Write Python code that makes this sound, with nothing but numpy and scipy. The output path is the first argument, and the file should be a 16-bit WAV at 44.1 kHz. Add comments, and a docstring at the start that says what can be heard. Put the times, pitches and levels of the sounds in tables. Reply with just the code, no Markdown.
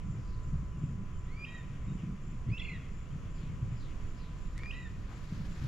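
"""A hand-held microphone rumbles and rubs in the night air; a cricket chirps and a distant motor hums.
Faint swishes slide down, the housing takes soft bumps, and birds whistle far off among the trees.
A nearer bird calls three times with the two voices of its syrinx: a whistle slides up, cracks, and drops
to a lower, wavering note. A few dry ticks sound under the last call; a soft rustle grows at the end."""
import sys
import numpy as np
from scipy import signal
from scipy.fft import rfft, irfft
from scipy.io import wavfile

SR = 44100
rng = np.random.default_rng(int(sys.argv[2]) if len(sys.argv) > 2 else 0)


def to_wav(s):
    """Save 16-bit WAV."""
    ch = np.atleast_2d(s).T  # columns
    pcm = np.round(np.clip(ch, -1, 1) * 32767)  # PCM
    wavfile.write(sys.argv[1], SR, pcm.astype(np.int16))


N = 250047
TIME = np.arange(N) / SR


def from_db(db):
    """Decibels to gain."""
    return 10 ** (np.asarray(db) / 20)


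def unit_rms(x):
    """Scale to unit power."""
    return x / np.sqrt(np.mean(x ** 2) + 1e-20)


def in_time(points):
    """Read a curve sample by sample."""
    return np.interp(TIME, *np.transpose(points))


def at_hz(points, hz):
    """Read a spectrum on a log-frequency axis."""
    knots, values = np.transpose(points)
    return np.interp(np.log(hz + 1e-3), np.log(knots), values)


def during(start, end):
    """The samples between two moments."""
    return slice(*np.searchsorted(TIME, [start, end]))


def ramp(age, length):
    """From 0 to 1 over a given length."""
    return np.clip(age / length, 0, 1)


def bell(age, width):
    """A smooth hump of height 1."""
    return np.exp(-(age / width) ** 2)


def arch(start, length):
    """A rounded swell, silent outside its span."""
    inside, swell = during(start, start + length), np.zeros(N)
    swell[inside] = np.sqrt(np.abs(np.sin(np.pi * (TIME[inside] - start) / length)))
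    return swell


def drift(rate_hz):
    """A random wander of rms 1."""
    knots = np.arange(0, TIME[-1] + 1, .5 / rate_hz)
    return unit_rms(np.interp(TIME, knots, rng.standard_normal(len(knots))))


def band(x, low_hz, high_hz):
    """Gentle band-pass."""
    return signal.sosfilt(signal.butter(2, [low_hz, high_hz], "band", fs=SR, output="sos"), x + 1e-18)


def phase_of(hz):
    """Running phase of a moving pitch."""
    return 2 * np.pi * np.cumsum(hz) / SR


def glides(rows):
    """Tones that swell and fade as they slide from one pitch to another."""
    tones = np.zeros(N)
    for start, length, from_hz, to_hz, db in rows:
        hz = np.interp(TIME, [start, start + length], [from_hz, to_hz])
        tones += from_db(db) * arch(start, length) * np.sin(phase_of(hz))
    return tones


def place(x, left_db, lag_ms=0.):
    """Place a source: the left side is left_db louder than the right and lag_ms later."""
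    left = np.interp(TIME - lag_ms / 1000, TIME, x)
    return np.array([left, x]) * from_db([[left_db / 2], [-left_db / 2]])


def trees(x, t60, gap_s):
    """Scatter from trunks and leaves: dense echoes that build up and die away."""
    age = TIME[:SR]
    echoes = rng.standard_normal(SR) + 0.31 * rng.standard_normal((2, SR))
    echoes = echoes * from_db(-60 * age / t60) * (1 - bell(age, gap_s))
    return signal.fftconvolve(x[None], unit_rms(echoes) / np.sqrt(SR), axes=1)[:, :N]


# How alike the microphone's two ports hear: (frequency [Hz], likeness [ratio, capped at 1])
PORT_LIKENESS = [(25, 0.67), (55, 1.1), (110, 1.3), (200, 0.96), (400, 0.84), (1000, 0.53), (3000, 0.4),
                 (6000, 0.58), (12000, 0.2)]
# Lean between the ports: (frequency [Hz], left minus right [dB])
PORT_BALANCE = [(30, -3.5), (100, 0.5), (350, -1), (1200, 2.5), (2800, 4.5), (5000, -0.1), (12000, 6.5)]
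def stereo_noise(spectrum):
    """Coloured noise of rms 1, alike at both ports in the bass and less so in the treble."""
    hz = np.arange(N // 2 + 1) * SR / N
    mid, side = rfft(rng.standard_normal((2, N))) * from_db(at_hz(spectrum, hz))
    alike = np.clip(at_hz(PORT_LIKENESS, hz), 0, 1)
    signs = np.array([[1], [-1]])
    ports = np.sqrt(1 + alike) * mid + signs * np.sqrt(1 - alike) * side
    return unit_rms(irfft(ports * from_db(signs * at_hz(PORT_BALANCE, hz) / 2), N))


# Rumble of the hand that holds the microphone: (time [s], level [dB])
HAND_SHAKE = [(0, -39.5), (.2, -41.5), (.29, -33.5), (.42, -37), (.55, -34.5), (.66, -36.5), (.75, -41),
              (.93, -39), (1.3, -40), (1.5, -46), (1.8, -37), (2.0, -43), (2.5, -39), (2.8, -43),
              (3.6, -39.5), (4.4, -38.5), (5.3, -43), (5.67, -38)]
# Fingers on the housing: (start [s], length [s], level [dB], speed [ratio])
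FINGER_RUBS = [(0.016, 0.24, -37, 0.94), (0.448, 0.21, -37, 0.89), (0.727, 0.36, -40.5, 1.056),
               (1.12, 0.21, -45.5, 0.97), (1.842, 0.14, -38.5, 1.003), (1.99, .19, -39.5, 1.03),
               (2.247, 0.14, -45, 1.01), (2.461, 0.082, -33, 0.95), (2.707, .1, -42, 1.02),
               (3.109, 0.067, -40.5, 0.9), (3.419, 0.25, -43.5, .95), (3.61, 0.2, -37.5, .88),
               (4.225, 0.19, -47.5, 0.91), (5.324, 0.22, -41, 1.02), (5.604, 0.068, -34, 0.863)]
# Colours of the rumble and the rubbing: (frequency [Hz], relative density [dB])
RUMBLE_COLOUR = [(8.8, -20), (15, 6), (27, -3), (43, -2.5), (130, -10), (170, -48), (290, -120)]
RUB_COLOUR = [(30, -34), (60, -13), (100, 0.5), (140, 3), (190, -1.5), (250, -14), (350, -25.5), (600, -45),
              (2000, -101)]
def handling(resting_grip_db=-48.5, lumpy_db=1.17):
    """The grip shakes the housing and the fingers rub it; a faster rub sounds higher."""
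    rubs, speed = np.zeros(N), np.ones(N)
    for start, length, db, rub_speed in FINGER_RUBS:
        rubs += from_db(db) * arch(start, length)
        speed[during(start, start + length)] += rub_speed - 1
    travel = np.cumsum(speed) / SR % TIME[-1]
    friction = np.array([np.interp(travel, TIME, port) for port in stereo_noise(RUB_COLOUR)])
    rub_gain = np.hypot(from_db(resting_grip_db), rubs) * from_db(lumpy_db * drift(18))
    rumble = from_db(in_time(HAND_SHAKE)) * stereo_noise(RUMBLE_COLOUR)
    return rumble + rub_gain * friction


# Haze of the farthest birds, and a rustle close by: (time [s], level [dB])
CHORUS_LEVEL = [(0, -66), (.55, -80), (.85, -70.5), (1.6, -64.5), (2.1, -70), (2.9, -68), (4.2, -69),
                (5.67, -71)]
RUSTLE_LEVEL = [(0, -84), (3.3, -70.5), (4.5, -63.5), (4.95, -66), (5.12, -61), (5.32, -57), (5.47, -58.5),
                (5.67, -52.5)]
# Colours of the far hiss, the haze and the rustle: (frequency [Hz], relative density [dB])
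AIR_COLOUR = [(120, -21), (250, -5.5), (330, -9), (500, -15), (850, -22.5), (1100, -17), (1700, -23),
              (2500, -27), (3300, -34), (4100, -37), (5800, -34), (7200, -31), (8200, -45.5),
              (10200, -46.5), (11000, -52), (12200, -47), (13500, -62)]
HAZE_COLOUR = [(1200, -39), (1800, -2), (2400, -1), (2900, -3), (3400, -5.5), (4200, -28.5), (8000, -60)]
RUSTLE_COLOUR = [(200, 11.5), (450, -4.5), (1000, 0.5), (1700, 1.5), (3000, -4.5), (4500, -4.5),
                 (7000, -12.5), (9000, -24.5), (12000, -20.5), (14000, -24)]
def night_air(hiss_db=-56.5):
    """Steady far hiss, the haze of the farthest birds, and a soft grainy rustle that grows close by."""
    hiss = from_db(hiss_db + 0.66 * drift(6)) * stereo_noise(AIR_COLOUR)
    haze = from_db(in_time(CHORUS_LEVEL) + 2.0 * drift(11)) * stereo_noise(HAZE_COLOUR)
    rustle = from_db(in_time(RUSTLE_LEVEL) + 1.44 * drift(60)) * stereo_noise(RUSTLE_COLOUR)
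    return hiss + haze + rustle


# A motor in the distance, centred: (order [multiple of the turning rate], base level [dB])
MOTOR_ORDERS = [(17, -70), (18, -79), (19, -79), (20, -79.5), (21, -80.5), (22, -77.5), (23, -84),
                (24, -82)]
# How well it carries to the microphone: (time [s], gain [dB])
MOTOR_CARRY = [(0, 1), (1.5, 3), (2.5, -1.5), (4.7, 1.5), (5.67, -4.5)]
def motor(turn_hz=59.12, waver_db=2.0):
    """High orders of a far motor, wavering a little on the air."""
    turn = phase_of(turn_hz * (1 + 0.000954 * drift(4)))
    hum = np.zeros(N)
    for order, db in MOTOR_ORDERS:
        phase = order * turn + 0.48 * drift(6) + rng.uniform(0, 2 * np.pi)
        hum += from_db(db + waver_db * drift(4)) * np.sin(phase)
    return place(np.sqrt(2) * from_db(in_time(MOTOR_CARRY)) * hum, left_db=0)


def cricket(pitch_hz=7190, first_s=0.038, every_s=.3615, length_s=0.13, stroke_hz=22, base_db=-72.5):
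    """Off to the left, chirps at a steady beat: each is a few wing strokes on one high resonance."""
    chirps = np.zeros(N)
    for beat, (late, strong) in enumerate(rng.standard_normal((16, 2))):
        start = first_s + beat * every_s + 0.01 * late
        strokes = 1 - 0.48 * np.cos(2 * np.pi * stroke_hz * (TIME - start))
        chirps += from_db(base_db + 0.5 * strong) * arch(start, length_s) * strokes
    song = chirps * np.sin(phase_of(pitch_hz + 55 * drift(200)))
    return place(song, left_db=8.5) + from_db(1.5) * trees(song, t60=0.63, gap_s=0.011)


# Faint swishes in the background: (start [s], length [s], from [Hz], to [Hz], level [dB])
FALLING_SWISHES = [(0.17, 0.3, 5510, 3570, -71), (3.337, 0.21, 5216, 2300, -69),
                   (3.75, .2, 5410, 2190, -64.5), (4.158, .19, 5300, 2200, -65.5)]
def swishes(width_hz=900):
    """A soft, broad hiss slides downwards."""
    hiss = drift(width_hz) + .5 * np.array([drift(width_hz), drift(width_hz)])
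    return glides(FALLING_SWISHES) * hiss


# Knocks right on the microphone housing: (time [s], relative level [dB])
HOUSING_KNOCKS = [(0.531, -26), (0.629, -26), (0.836, -16), (1.952, -21), (2.034, -18.5), (2.49, -19),
                  (2.916, -28), (3.433, -22.5), (3.626, -23), (5.322, -19.5), (5.622, -28)]
def bumps(gain_db=1.0, ring_hz=148, t60=.035, contact_s=.0029):
    """Soft knocks set the housing ringing for a few cycles."""
    knocks, age = np.zeros(N), TIME[:SR // 8]
    for time, db in HOUSING_KNOCKS:
        knocks[round(time * SR)] = from_db(db + gain_db)
    ring = -from_db(-60 * age / t60) * np.sin(2 * np.pi * ring_hz * age)
    thud = ring * (1 - bell(age, contact_s))
    return signal.fftconvolve(knocks, thud)[:N]


# Birds far off in the wood: (start [s], length [s], from [Hz], to [Hz], level [dB])
FAR_WHISTLES = [(0.661, 0.18, 3230, 2340, -73.5), (1.005, 0.066, 2000, 3592, -81),
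                (1.13, 0.03, 3120, 2950, -66), (1.821, 0.085, 1800, 2910, -66),
                (1.869, 0.037, 3870, 3600, -69), (1.928, 0.15, 3220, 2200, -70),
                (2.98, .17, 2244, 3445, -74), (3.42, 0.098, 2620, 1997, -69), (3.52, 0.14, 2490, 3510, -77),
                (3.855, 0.073, 1910, 3010, -66)]
def far_birds():
    """Distant whistles reach the microphone only as scatter."""
    return trees(np.sqrt(2) * glides(FAR_WHISTLES), t60=0.22, gap_s=0.0022)


CRACK_S, PUSH_S = .011, 0.013   # the upward flick; half-width of each voice's one push of air
# The bird's throat favours the middle of its range: (frequency [Hz], gain [dB])
THROAT_GAIN = [(1600, -16), (1900, -7.5), (2150, -7), (2450, -2.5), (2700, 0.5), (3200, -6.5), (3900, -3)]
# The nearer bird's calls, levels before throat and accents: (crack time [s], rise [s], fall [s],
# high voice [Hz], crack top [Hz], squeak [Hz], low voice [Hz], droop [Hz], warble depth [Hz],
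# rise level [dB], squeak level [dB], fall level [dB], push place [share of the rise], push [dB])
NEAR_CALLS = [(1.444, 0.19, .174, 2519, 3260, 3172, 1910, 150, 30.1, -51.5, -60, -50, 0.92, 7.5),
              (2.574, .092, .2, 2784, 3890, 3353, 2115, 359, 750, -50, -45.5, -45.5, 0.72, 5),
              (4.705, .167, .174, 2550, 3253, 3144, 1939, 220.2, 65, -49, -64, -47, .78, 2)]
def high_voice(start_flat=.38, settle_share=.38, swell_db=3, crack_db=6.5, release_s=.004):
    """Pitch and gain of a whistle that slides up, swells, flicks at the crack and leaves a squeak."""
    pitch, gain = np.zeros((2, N))
    unsteady = 1 + 0.0121 * drift(200)
    for call in NEAR_CALLS:
        crack, rise_s, _, high_hz, top_hz, squeak_hz = call[:6]
        rise_db, squeak_db, _, push_place, push_db = call[9:]
        squeak_start = crack + .02
        rise, squeak = during(crack - rise_s, squeak_start), during(squeak_start, crack + rise_s)
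        age = TIME[rise] - crack   # negative before the crack
        along = ramp(age + rise_s, rise_s)
        slide_hz = high_hz * (1 - start_flat * np.exp(-along / settle_share))
        pitch[rise] = slide_hz + (top_hz - slide_hz) * ramp(age, CRACK_S) ** 2
        level_db = rise_db + at_hz(THROAT_GAIN, pitch[rise]) + swell_db * (along - 1)
        level_db += crack_db * bell(age - CRACK_S / 2, CRACK_S)
        level_db += push_db * bell(age + rise_s * (1 - push_place), PUSH_S)
        attack, release = ramp(along, 0.23), ramp(CRACK_S + release_s / 2 - age, release_s)
        gain[rise] = from_db(level_db) * attack * release
        pitch[squeak] = squeak_hz * unsteady[squeak]
        gain += from_db(squeak_db) * arch(squeak_start, 0.19 * rise_s)
    return pitch, gain


def low_voice(crest_share=.4, push_share=0.59, warble_hz=29.06, attack_s=.016, release_s=0.019):
    """Pitch and gain of the lower note after the crack: it arches over and droops, warbling at first."""
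    pitch, gain = np.zeros((2, N))
    for crack, _, fall_s, _, _, _, low_hz, droop_hz, depth_hz, _, _, fall_db, _, push_db in NEAR_CALLS:
        start = crack + CRACK_S
        fall = during(start, start + fall_s)
        age = TIME[fall] - start
        along = age / fall_s
        flicks = np.abs(np.cos(np.pi * warble_hz * age)) ** 7   # pointed, upward
        warble = flicks * (1 - ramp(along, .75) ** 3)   # gone three quarters of the way through
        droop = ((along - crest_share) / (1 - crest_share)) ** 2
        pitch[fall] = low_hz - droop_hz * droop + depth_hz * warble
        push = bell(age - push_share * fall_s, PUSH_S)
        level_db = fall_db + at_hz(THROAT_GAIN, pitch[fall]) + push_db * push
        gain[fall] = from_db(level_db) * ramp(age, attack_s) * ramp(fall_s - age, release_s)
    return pitch, gain


def syrinx_side(hz, loudness, jitter, flutter_db, octave_db, octave_top_hz):
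    """One side of the syrinx: gain, phase and octave of a slightly unsteady whistle."""
    gain = np.sqrt(2) * loudness * from_db(flutter_db * drift(45))
    phase = phase_of(hz * (1 + jitter * drift(150)))
    # the octave swells half as much as the fundamental, and the throat shuts it off above a limit
    octave_gain = from_db(octave_db + 2.0 * drift(70)) * np.sqrt(gain)
    throat = 1 / (1 + (2 * hz / octave_top_hz) ** 20)
    return gain, phase, octave_gain * throat * np.sin(2 * phase)


# Early echoes off the ground and near trunks: (delay [s], level [dB], left minus right [dB])
EARLY_ECHOES = [(.0055, -14.5, 1), (.013, -19.5, 3), (.023, -12, -3)]
def near_bird(sum_tone_db=-17, twigs_db=-7, wood_db=-13):
    """Just right of centre, two whistling voices with weak octaves; any overlap makes a sum tone."""
    high, high_phase, high_octave = syrinx_side(
        *high_voice(), jitter=0.006, flutter_db=2.5, octave_db=-42.5, octave_top_hz=5497)
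    low, low_phase, low_octave = syrinx_side(
        *low_voice(), jitter=0.0086, flutter_db=1.4, octave_db=-38.5, octave_top_hz=4600)
    whistle = high * np.sin(high_phase) + low * np.sin(low_phase)
    sum_tone = from_db(sum_tone_db) * np.sqrt(high * low) * np.sin(high_phase + low_phase)
    call = whistle + high_octave + low_octave + sum_tone
    early = sum(place(from_db(db) * np.interp(TIME - delay, TIME, call), left_db)
                for delay, db, left_db in EARLY_ECHOES)
    # nearby twigs scatter the upper notes most; the wood behind adds a longer tail
    twigs = from_db(twigs_db) * trees(band(whistle, 2150, 3400), t60=0.5, gap_s=0.015)
    wood = from_db(wood_db) * trees(call, t60=0.83, gap_s=0.047)
    return place(call, left_db=-2.0, lag_ms=0.038) + early + twigs + wood


# Dry ticks left of the microphone: (time [s], strike level [dB], bright snap [multiple of the strike])
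DRY_TICKS = [(4.579, -43.5, 6.5), (4.590, -48, 3.0), (4.595, -44.5, .4), (4.6345, -38, .3),
             (4.659, -43, .5), (4.66, -48, .1)]
# What they ring with: (frequency [Hz], relative level [dB], t60 [s])
WOODY_MODES = [(1290, -10, 0.014), (1890, -1, 0.0094), (2188, -4, 0.013), (3415, -12, 0.0099),
               (5080, -18, .014)]
def ticks():
    """Small dry cracks: each sharp snap sets a few woody modes ringing."""
    strikes, snaps = np.zeros((2, N))
    for time, db, snap in DRY_TICKS:
        strikes[round(time * SR)] = from_db(db)
        snaps[round(time * SR)] = snap * from_db(db)
    age = TIME[:SR // 10]
    ring = sum(from_db(db - 60 * age / t60) * np.sin(2 * np.pi * hz * age) for hz, db, t60 in WOODY_MODES)
    cracks = band(signal.fftconvolve(strikes, ring)[:N], 1030, 5700) + band(snaps, 4000, 8300)
    return place(cracks, left_db=6.0) + from_db(-5.5) * trees(cracks, t60=0.072, gap_s=0.0012)


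def scuff(start_s=5.08, length_s=0.076, level_db=-61):
    """A brief soft scrape on the left, just ahead of the rustle's last swell."""
    scrape = unit_rms(band(rng.standard_normal(N), 740, 1595))
    return place(from_db(level_db) * arch(start_s, length_s) * scrape, left_db=10.0)


def scene():
    """The night wood at the two ports of the hand-held microphone."""
    background = night_air() + motor() + cricket() + swishes()
    return handling() + background + bumps() + far_birds() + near_bird() + ticks() + scuff()


def record(dry):
    """The recorder cuts the top steeply."""
    cutoff_hz = 12800
    return signal.sosfilt(signal.ellip(10, .1, 70, cutoff_hz, fs=SR, output="sos"), dry)


dry = scene()
out = record(dry)
to_wav(out)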